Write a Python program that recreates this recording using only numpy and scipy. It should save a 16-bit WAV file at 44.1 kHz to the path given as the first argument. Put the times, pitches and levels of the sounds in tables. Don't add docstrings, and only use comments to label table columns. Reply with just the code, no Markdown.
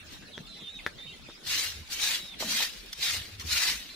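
import sys
import numpy as np
from scipy import signal
from scipy.io import wavfile
from scipy.ndimage import uniform_filter1d

SR = 44100
rng = np.random.default_rng(int(sys.argv[2]) if len(sys.argv) > 2 else 0)


def nominal_scale(level):
    x = np.asarray(level, float) / 20
    return 10 ** x


def output_pcm(signal):
    pcm = np.clip(np.atleast_2d(signal).T, -1, 1) * 32767
    wavfile.write(sys.argv[1], SR, np.round(pcm).astype(np.int16))


N = 174195


def evened(x):
    return x / np.sqrt(np.mean(x ** 2) + 1e-20)


def read(points, hz):
    f, value = np.transpose(points)
    return np.interp(np.log(hz + 1), np.log(f + 1), value)


def curve(rows, column=1):
    rows = np.array(rows)
    return np.interp(np.arange(N) / SR, rows[:, 0], rows[:, column], left=-120, right=-120)


def add(mix, s, sound):
    part = mix[..., round(s * SR):][..., :sound.shape[-1]]
    part += sound[..., :part.shape[-1]]


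def band(x, hz, width_hz):
    turn = np.exp(2j * np.pi * np.cumsum(hz * np.ones(x.shape[-1])) / SR)
    r = np.exp(-np.pi * width_hz / SR)
    once = signal.lfilter([1 - r], [1, -r], x / turn)
    twice = signal.lfilter([1 - r], [1, -r], once)
    return evened((turn * twice).real)


def colour(pair, shape, same, lean, patchy_db, streaky, lead_s, sink):
    size = 1024
    hz, t, z = signal.stft(pair, SR, nperseg=size, noverlap=size * 3 // 4)
    patches, streaks = rng.standard_normal((len(t), len(hz), 2)).T
    patches = uniform_filter1d(patches, size=14, axis=0)
    patches = evened(uniform_filter1d(patches, size=6, axis=1))
    streaks = evened(uniform_filter1d(streaks, size=9, axis=1))
    streaks = streaks * np.clip(hz / 5000, .3, 1.6)[:, None]
    c = np.clip(read(same, hz), -1, 1)[:, None]
    late = np.exp(-2j * np.pi * hz * lead_s)[:, None]
    side = read(lean, hz)[:, None] / 2
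    left = z[0] * nominal_scale(side)
    right = (c * late * z[0] + np.sqrt(1 - c ** 2) * z[1]) * nominal_scale(-side)
    sunk_hz = hz[:, None] * np.interp(t, np.arange(N) / SR, sink)
    shape_db = read(shape, sunk_hz) + patchy_db * patches + 2.07 * streaky * np.minimum(streaks, 1)
    z = np.array([left, right]) * nominal_scale(shape_db)
    return evened(signal.istft(z, SR, nperseg=size, noverlap=size * 3 // 4)[1][:, :N])


def yard(x):
    t60_s, rise_s = 0.11, 0.0063
    t = np.arange(SR // 3) / SR
    taps = rng.standard_normal((2, len(t))) * nominal_scale(-60 * t / t60_s) * np.minimum(t / rise_s, 1)
    taps = signal.lfilter([.5], [1, -.5], taps)
    return signal.oaconvolve(x, taps / np.linalg.norm(taps[0]), axes=1)[:, :N]


def air():
    # frequency in Hz, relative density in dB.
    far_spectrum = [(12, -24), (20, -62), (123, 1), (197, 4), (888, -8.5), (3690, -3.5), (4610, -10),
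                    (7610, -19.5), (8750, -25), (10300, -19.5), (11900, -34), (14100, -28), (15700, -25)]
    # frequency in Hz, left-right likeness from 0 to 1.
    far_same = [(60, 1), (240, 0.67), (950, 0.015), (3770, 0.048), (15000, 0.039)]
    level_db = -50
    noise = rng.standard_normal((2, N))
    return nominal_scale(level_db) * colour(noise, far_spectrum, far_same, [(20, 0), (15000, 0)],
                                  patchy_db=3.5, streaky=5.5, lead_s=0, sink=np.ones(N))


def wind():
    # time in seconds, level in dB, centre in Hz.
    gusts = [(0.0, -50, 75.6), (0.08, -54.5, 78), (0.14, -64, 81.5), (1.0, -66, 84.5), (1.21, -59, 74.6),
             (1.29, -92, 77), (1.4, -101, 102), (1.47, -45.5, 93.5), (1.61, -61, 79.4), (1.81, -41.5, 70),
             (1.85, -63, 72), (2.07, -60, 54.7), (2.62, -63.5, 56.5), (3.0, -61.5, 56.6), (3.12, -59, 83),
             (3.16, -42, 87), (3.27, -47.5, 71), (3.33, -50, 89), (3.4, -46.5, 88.5), (3.56, -49, 72),
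             (3.64, -67, 58.2), (3.76, -57, 56.0), (3.95, -69, 61.6)]
    gust_width_hz = 32.6
    buffet_db, buffet_hz, buffet_width_hz, buffet_lumps_db = -61, 37, 20, 3.5
    a, b, c, d, lumps = rng.standard_normal((5, N))
    near_alike = np.array([a + 0.18 * b, a - 0.07 * b])
    rumble = nominal_scale(curve(gusts)) * band(near_alike, curve(gusts, column=2), gust_width_hz)
    lumps = evened(uniform_filter1d(uniform_filter1d(lumps, size=4000), size=4000))
    buffeting = band(np.array([c, d]), buffet_hz, buffet_width_hz)
    return rumble + nominal_scale(buffet_db + buffet_lumps_db * lumps) * buffeting


def chicks():
    # time in seconds, pitch in Hz, level in dB.
    whistles = [
        [(0.325, 4270, -55), (0.347, 3310, -46), (0.375, 3340, -50)],
        [(0.47, 4420, -51), (0.482, 4120, -52.5), (0.62, 3900, -53), (0.64, 3970, -54)],
        [(0.45, 3420, -52), (0.472, 3670, -55), (0.63, 3610, -53), (0.69, 3605, -41), (0.718, 3815, -53),
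         (0.762, 3786, -45.5), (0.792, 3560, -49), (0.81, 3060, -67)],
        [(0.586, 3430, -56), (0.63, 3310, -52), (0.665, 3220, -54), (0.69, 2750, -58)],
        [(0.79, 2730, -42), (0.797, 2240, -47), (0.808, 1950, -50)],
        [(0.97, 3755, -73), (0.985, 3570, -51.5), (1.045, 3620, -47), (1.11, 3800, -50), (1.135, 3310, -58)],
        [(0.975, 4020, -67), (0.985, 3950, -57), (1.06, 3850, -57)],
        [(1.065, 2570, -55), (1.078, 3080, -49), (1.088, 3170, -52), (1.1, 2710, -50), (1.125, 2830, -56)],
        [(1.275, 3230, -62), (1.293, 3620, -59), (1.33, 3760, -57)],
        [(2.19, 4100, -51.5), (2.206, 3894, -45), (2.268, 3800, -47.5), (2.33, 3540, -46.5), (2.35, 3320, -55)],
        [(3.9, 4130, -43.5), (3.918, 4040, -58), (3.95, 4050, -49)],
    ]
    # start in seconds, length in seconds, start pitch in Hz, end pitch in Hz,
    # level in dB.
    chirps = [(0.251, 0.05, 4470, 3780, -56), (0.31, 0.021, 4310, 3520, -57),
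              (.575, 0.011, 3000, 2300, -66), (1.133, 0.019, 2160, 1950, -54),
              (1.117, 0.028, 2960, 3280, -51), (2.333, 0.016, 2760, 1900, -49)]
    waver_share, flutter_db, yard_db = .009, 2.2, -8
    out = np.zeros(N)
    for rows in whistles:
        waver, flutter = uniform_filter1d(rng.standard_normal((2, N)), size=120, axis=1)
        hz = np.maximum(curve(rows), 0) * (1 + waver_share * evened(waver))
        level = uniform_filter1d(nominal_scale(curve(rows, column=2)), size=150)
        level = level * nominal_scale(flutter_db * evened(flutter))
        out += np.sqrt(2) * level * np.sin(2 * np.pi * np.cumsum(hz) / SR)
    for s, length_s, start_hz, end_hz, db in chirps:
        u = np.arange(0, 1, 1 / (length_s * SR))
        hz = start_hz + (end_hz - start_hz) * u
        swell = np.sqrt(np.sin(np.pi * u))
        add(out, s, np.sqrt(2) * nominal_scale(db) * swell * np.sin(2 * np.pi * np.cumsum(hz) / SR))
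    out = out * nominal_scale(np.array([[-1.3], [1.3]]))
    return out + nominal_scale(yard_db) * yard(out)


def knocks():
    # start in seconds, centre in Hz, width in Hz, level in dB, 60 dB decay in seconds.
    knock_rows = [(0.221, 1670, 596, -47.5, 0.14), (0.374, 450, 610, -36, 0.039),
                  (1.195, 970, 600, -45.5, 0.02), (1.2852, 298, 350, -36.5, .04),
                  (1.296, 1310, 1600, -44.5, .06), (2.404, 494, 700, -41.5, 0.43),
                  (2.422, 830, 916, -31.5, 0.07), (2.44, 215, 111, -41.5, 0.61),
                  (2.598, 770, 1200, -36.5, 0.15), (3.14, 648, 604, -46.5, 0.19)]
    rise_s = .0025
    out, t = np.zeros(N), np.arange(12000) / SR
    for s, hz, width_hz, db, t60 in knock_rows:
        burst = band(rng.standard_normal(12000), hz, width_hz)
        add(out, s, burst * nominal_scale(db - 60 * t / t60) * np.minimum(t / rise_s, 1))
    return out


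def slaps():
    # start in seconds, relative level in dB, boost above 2500 Hz in dB,
    # boost below 1000 Hz in dB, left minus right in dB.
    slap_rows = [(0.3787, -36.5, 10.5, 3.5, 1), (0.864, -20, 0, -5.5, 3)]
    # frequency in Hz, relative level in dB, 60 dB decay in seconds.
    sole_modes = [(248, -32, 0.072), (450, 0.5, 0.0059), (813, -51, 0.014), (1730, 9, 0.0038),
                  (3540, -4.5, 0.0045), (5630, -18, 0.0074), (9000, -40, 0.0037)]
    # delay in seconds, level in dB.
    echoes = [(.0022, -24), (.0068, -14), (0.0104, -17)]
    rise_s, ring_db = 0.00069, 8
    puff_db, puff_t60_s, yard_db = -22, 0.086, -14.5
    out, t = np.zeros((2, N)), np.arange(4000) / SR
    for s, db, treble_db, thump_db, pan_db in slap_rows:
        ring = np.zeros(len(t))
        for hz, mode_db, t60 in sole_modes:
            tilt_db = treble_db if hz > 2500 else thump_db if hz < 1000 else 0
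            ring += nominal_scale(mode_db + tilt_db - 60 * t / t60) * np.sin(2 * np.pi * hz * t)
        ring = nominal_scale(ring_db) * ring * np.minimum(t / rise_s, 1)
        gain = nominal_scale(db + np.array([[pan_db], [-pan_db]]) / 2)
        puff = evened(signal.lfilter([1], [1, -.75], rng.standard_normal(4000)))
        add(out, s, gain * (ring + puff * nominal_scale(puff_db - 60 * t / puff_t60_s)))
        for delay_s, echo_db in echoes:
            add(out, s + delay_s, nominal_scale(echo_db) * gain[::-1] * ring)
    return out + nominal_scale(yard_db) * yard(out)


def scraping():
    # time in seconds, relative level in dB.
    strokes = [
        [(1.41, -78), (1.466, -42.5), (1.52, -32.5), (1.64, -34), (1.86, -63), (1.88, -54)],
        [(1.88, -62), (1.93, -36.5), (1.98, -42), (2.032, -32), (2.156, -33.5), (2.214, -49), (2.37, -64)],
        [(2.37, -74), (2.404, -37.5), (2.474, -42), (2.504, -34), (2.634, -33), (2.714, -49.5), (2.91, -59)],
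        [(2.91, -70), (2.934, -46.5), (2.944, -60.5), (3.04, -32), (3.166, -36.5), (3.186, -44), (3.37, -60)],
        [(3.37, -70), (3.412, -45.5), (3.432, -55.5), (3.526, -31.5), (3.7, -32), (3.766, -43), (3.95, -59)],
    ]
    # time in seconds, relative level in dB.
    scuff = [(0.0, -84), (0.128, -52.5), (0.35, -101)]
    # start in seconds, relative level in dB,
    # 60 dB decay in seconds.
    touches = [(2.861, -50, .015), (2.929, -39, 0.03), (3.397, -46, 0.06)]
    # frequency in Hz, relative density in dB.
    swish_spectrum = [(150, -29), (300, -24.5), (545, -20), (1110, -14.5), (1930, -3.5), (3480, -3.5),
                      (3930, -1), (6060, -7.5), (8280, -15.5), (14400, -18.5), (15700, -21)]
    # frequency in Hz, left-right likeness from 0 to 1.
    swish_same = [(60, 0.99), (300, 0.55), (1400, 0.47), (3500, 0.28), (8000, 0.085), (15000, 0.086)]
    # frequency in Hz, left minus right in dB.
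    swish_lean = [(60, 22), (380, 2), (2380, 0.5), (15000, 2.5)]
    swish_db, surge_db, hiss_share = 6, 1.0, .3
    clicks_per_s, dense_db, sparse_share = 12000, -42.5, 0.37
    spread_db, spread_cap = 3, 2.8
    snaps_per_s, snap_db, snap_hz, snap_ring = 900, -7, 3600, .75
    sag = 0.1
    lead_s = .000055

    level = uniform_filter1d(sum(nominal_scale(curve(rows)) for rows in strokes) + nominal_scale(curve(scuff)), size=60)
    level = level * nominal_scale(surge_db * evened(uniform_filter1d(rng.standard_normal(N), size=500)))
    for s, db, t60 in touches:
        add(level, s, nominal_scale(db - 60 * np.arange(8000) / SR / t60))

    dense = np.clip(level / nominal_scale(dense_db), sparse_share, 1)
    clicks = nominal_scale(spread_db * np.minimum(rng.exponential(1, (2, N)), spread_cap))
    clicks = clicks * rng.choice([-1, 1], (2, N))
    struck = rng.random((2, N)) < dense * clicks_per_s / SR
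    clicks = evened(clicks * struck / np.sqrt(dense))
    snaps = nominal_scale(snap_db) * rng.standard_normal(N) * (rng.random(N) < snaps_per_s / SR)
    poles = [1, -2 * snap_ring * np.cos(2 * np.pi * snap_hz / SR), snap_ring ** 2]
    snaps = signal.lfilter([1], poles, snaps)
    hiss = rng.standard_normal((2, N))
    raw = np.sqrt(hiss_share) * hiss + np.sqrt(1 - hiss_share) * clicks + snaps

    starts = [rows[0][0] for rows in strokes] + [N / SR]
    along = np.interp(np.arange(N) / SR, starts, np.arange(len(strokes) + 1)) % 1
    swish = colour(raw, swish_spectrum, swish_same, swish_lean, patchy_db=1.5, streaky=5.0,
                   lead_s=lead_s, sink=1 + sag * (along - .5))
    return nominal_scale(swish_db) * level * swish


def scene():
    return scraping() + slaps() + knocks() + chicks() + air() + wind()


def top_cut(x):
    return signal.sosfilt(signal.butter(12, 15580, fs=SR, output="sos"), x)


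def record(dry):
    edge_hz = 15650
    low_pass = signal.firwin(401, edge_hz, window=("kaiser", 9), fs=SR)
    mix = signal.oaconvolve(dry, low_pass[None], "same")
    return top_cut(mix)


dry = scene()
out = record(dry)
output_pcm(out)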